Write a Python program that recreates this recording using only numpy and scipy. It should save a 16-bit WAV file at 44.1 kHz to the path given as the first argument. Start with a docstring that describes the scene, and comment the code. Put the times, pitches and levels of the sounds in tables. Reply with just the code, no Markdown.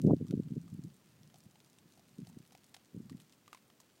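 """Thin ice thawing on a still lake

Small fractures in the ice radiate dry ticks everywhere; now and then a crack sets a floe ringing.
Eddies of wind buffet the microphone with low thumps, hardest in the first second and twice more later.
Under it lie a faint distant rumble and an even hiss."""
import sys
import numpy as np
from scipy import signal
from scipy.fft import rfft, irfft
from scipy.io import wavfile

SR = 44100
rng = np.random.default_rng(int(sys.argv[2]) if len(sys.argv) > 2 else 0)


def transcribe(signal):
    """Save signal, clipped to [-1, 1], as a 16-bit WAV file at the path in sys.argv[1]."""
    frames = np.atleast_2d(signal).T
    limited = np.clip(frames, -1, 1)
    pcm = np.round(limited * 32767).astype(np.int16)
    wavfile.write(sys.argv[1], SR, pcm)


N = 176400
TICK_DECAY_S, TICK_Q = .0006, 1.15


def from_db(db):
    """Amplitude grows tenfold for every 20 dB."""
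    return 10 ** (np.asarray(db) / 20)


def rms_one(x):
    """Normalisation to unit RMS amplitude."""
    return x / np.sqrt(np.mean(x ** 2) + 1e-20)


def add(out, time_s, sound):
    """Superposition: a sound adds to the mix from time_s on."""
    start = int(round(time_s * SR))
    first, end = max(start, 0), min(start + len(sound), N)
    if end > first:
        out[first:end] += sound[first - start:end - start]


def rumble_and_hiss():
    """Stationary noise: a fixed spectral envelope colours white noise into distant rumble and hiss."""
    # Spectrum of the background (frequency [Hz], relative spectral density [dB])
    spectrum = [(25, -40.5), (50, -18.5), (110, -3.5), (240, -0.5), (450, -8), (750, -12.5), (1300, -15.5),
                (2500, -18.5), (6000, -21), (8800, -22.5), (10000, -27), (15500, -23.5)]
    hz, db = np.transpose(spectrum)
    bin_hz = np.fft.rfftfreq(N, 1 / SR)
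    gain = from_db(np.interp(np.log(bin_hz + 1), np.log(hz), db))
    noise = irfft(rfft(rng.standard_normal(N)) * gain, N)
    return from_db(-69) * rms_one(noise)


def fracture(decay_s, hz, q):
    """Damped resonance: a brief burst and its scattering off the ice excite a snap of peak near 1."""
    t = np.arange(SR // 20) / SR
    scattered = from_db(-13.5) * np.exp(-t / .0076)
    burst = rng.standard_normal(len(t)) * (np.exp(-t / decay_s) + scattered)
    omega = 2 * np.pi * hz / SR
    damping = np.sin(omega) / (2 * q)
    snap = signal.lfilter([damping, 0, -damping], [1 + damping, -2 * np.cos(omega), 1 - damping], burst)
    onset_rms = np.sqrt(np.sum(snap ** 2) / (.5 * decay_s * SR))
    return .5 * snap / onset_rms


def far_ice():
    """A Poisson process: independent fractures all over the lake merge into a faint crackle."""
    ticks_per_s, spread_db = 230, 4.5
    pitches_hz = np.geomspace(2284, 9000, num=16)
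    out = np.zeros(N)
    for hz in pitches_hz:
        onsets = rng.random(N) < ticks_per_s / len(pitches_hz) / SR
        sizes = from_db(spread_db * np.minimum(rng.exponential(1, N), 3.5))
        out += signal.oaconvolve(onsets * sizes, fracture(TICK_DECAY_S, hz, TICK_Q))[:N]
    return from_db(-76.5) * rms_one(out)


def wind_filter(pressure, cutoff_hz=140):
    """High-pass filtering at the microphone turns a slow push into a short thump."""
    return signal.sosfilt(signal.butter(4, cutoff_hz, "high", fs=SR, output="sos"), pressure)


def turbulence(size, bandwidth_hz):
    """Turbulent pressure: random fluctuation with a Gaussian roll-off, heard through the wind filter."""
    rolloff = np.exp(-.5 * (np.fft.rfftfreq(size, 1 / SR) / bandwidth_hz) ** 2)
    pressure = irfft(rfft(rng.standard_normal(size)) * rolloff, size)
    return rms_one(wind_filter(pressure))


def wind():
    """Each eddy on the microphone is a pressure pulse wrapped in turbulence; weak flutter lies between."""
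    # Envelope of the flutter (time [s], level [dB])
    breeze = [(0, -42), (.12, -35.5), (0.191, -51), (.36, -45), (.62, -53), (.88, -56), (1.0, -72),
              (1.25, -64), (1.6, -76), (2.15, -67.5), (2.25, -56.5), (2.5, -73.5), (2.901, -79.5),
              (2.98, -54), (3.17, -59), (3.3, -75), (3.5, -84), (4, -86)]
    # Eddies striking the microphone (time [s], peak level [dB], bandwidth [Hz])
    eddies = [(.004, -33.5, 173), (.016, -39, 171), (0.033, -37, 220), (.049, -13, 219),
              (0.063, -17.5, 192), (.074, -13, 235), (0.084, -15.5, 296), (.098, -17.5, 322),
              (.109, -17, 434), (.116, -19, 222), (.135, -13, 259), (0.167, -31, 150), (.212, -29, 245),
              (.224, -26.5, 186), (.249, -34, 186), (0.273, -42, 150), (0.29, -41, 150), (.308, -29, 175),
              (0.328, -28.5, 287), (.339, -19, 199), (.353, -30.5, 160), (.376, -26.5, 183),
              (0.399, -24.5, 198), (.449, -53, 160), (.474, -36, 165), (.507, -36, 177), (0.521, -33, 155),
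              (0.537, -35.5, 163), (0.568, -30.5, 207), (.577, -27.5, 162), (0.641, -41, 140),
              (0.659, -46, 150), (.729, -34.5, 128), (0.747, -38, 155), (.792, -36, 160), (.849, -35, 158),
              (0.861, -46, 160), (.873, -43, 139), (1.211, -57, 160), (1.284, -58, 150),
              (1.464, -50.5, 135), (1.858, -54.5, 151), (2.191, -34, 180), (2.202, -44, 180),
              (2.219, -41, 143), (2.231, -41, 132), (2.299, -51.5, 140), (2.371, -38.5, 180),
              (2.403, -49, 168), (2.947, -40, 205), (2.965, -37.5, 194), (2.975, -37, 185),
              (3.003, -37.5, 200), (3.062, -47, 140), (3.117, -40.5, 200), (3.129, -44, 177),
              (3.149, -40, 142), (3.172, -53, 160)]
    flutter_db = np.interp(np.arange(N) / SR, *np.transpose(breeze))
    out = from_db(flutter_db) * turbulence(N, bandwidth_hz=133)
    t = np.arange(-2048, 2048) / SR
    wake_envelope = from_db(-13) * np.exp(-.5 * (t / .0071) ** 2)
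    for time_s, db, hz in eddies:
        thump = wind_filter(np.exp(-.5 * (2 * np.pi * hz * t) ** 2))
        thump /= np.abs(thump).max()
        wake = wake_envelope * turbulence(len(t), hz)
        add(out, time_s + t[0], from_db(db) * (thump + wake))
    return out


def near_ice():
    """Impulse excitation: a crack sets a floe into damped free vibration; a tick is a bare snap."""
    # Cracks that ring a floe
    # (time [s], snap level [dB], snap frequency [Hz], ring level [dB], ring frequency [Hz])
    cracks = [(.2678, -51.5, 5000, -59, 1200), (0.3093, -40, 4000, -56, 1410),
              (.679, -55, 3500, -58.5, 1210), (1.3426, -48, 4000, -53.5, 720),
              (1.358, -51.5, 4940, -58, 770), (1.5564, -51.5, 2560, -57.5, 860),
              (1.975, -61, 5000, -58, 740), (1.9945, -55, 5000, -55.5, 704),
              (2.2705, -46.5, 4000, -54.5, 740), (2.2977, -52, 5000, -57.5, 880),
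              (2.5220, -49.5, 3470, -56, 760), (2.5505, -45, 3000, -49.5, 750),
              (2.7451, -37.5, 3300, -54.5, 780), (2.7655, -45, 2510, -53, 743),
              (3.0968, -42.5, 3050, -53.5, 1160), (3.128, -60, 2100, -60, 1900),
              (3.4787, -45, 2200, -49.5, 1175), (3.5298, -37, 2070, -46.5, 1200),
              (3.5474, -42, 2410, -47, 1030), (3.573, -49.5, 2400, -62, 1107),
              (3.701, -50, 2200, -66.5, 1300), (3.802, -46.5, 5000, -58.5, 1030)]
    # Small dry fractures (time [s], level [dB], centre frequency [Hz])
    ticks = [(.0170, -36, 6460), (0.049, -57, 5460), (0.064, -52, 8070), (0.0684, -42.5, 4140),
             (0.166, -48, 3560), (0.283, -44, 5500), (0.7007, -50, 4450), (0.8382, -43.5, 6500),
             (1.2329, -46.5, 4470), (1.2755, -49, 5000), (1.3845, -48.5, 9000), (1.4044, -46, 5430),
             (1.438, -50.5, 7960), (1.6030, -44, 3490), (1.6463, -48.5, 5000), (1.7863, -44, 4050),
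             (1.9225, -48, 5000), (2.0850, -52, 3020), (2.184, -46.5, 4440), (2.2903, -48, 8000),
             (2.3876, -46, 6500), (2.4760, -50, 10000), (2.576, -47.5, 6000), (2.6426, -44, 6000),
             (2.6654, -50.5, 9900), (2.7427, -38.5, 4500), (2.755, -50, 9940), (2.7692, -45.5, 3800),
             (3.2010, -41.5, 2620), (3.2200, -50, 5000), (3.3250, -44.5, 4540), (3.8055, -44, 6980)]
    ring_t60_s = .025
    out = np.zeros(N)
    t = np.arange(SR // 20) / SR
    for time_s, snap_db, snap_hz, ring_db, ring_hz in cracks:
        snap = from_db(snap_db) * fracture(decay_s=.0016, hz=snap_hz, q=1.0)
        ring = from_db(ring_db - 60 * t / ring_t60_s) * np.sin(2 * np.pi * ring_hz * t)
        add(out, time_s, snap + ring)
    for time_s, db, hz in ticks:
        add(out, time_s, from_db(db) * fracture(TICK_DECAY_S, hz, TICK_Q))
    return out


def scene():
    """The pressures of wind, ice and background add linearly at one microphone."""
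    return (wind() + near_ice() + far_ice() + rumble_and_hiss())[None]


def record(dry):
    """Band limiting: a steep low-pass filter removes the highest treble."""
    cutoff_hz = 15900
    return signal.sosfilt(signal.ellip(10, .1, 70, cutoff_hz, fs=SR, output="sos"), dry)


dry = scene()
out = record(dry)
transcribe(out)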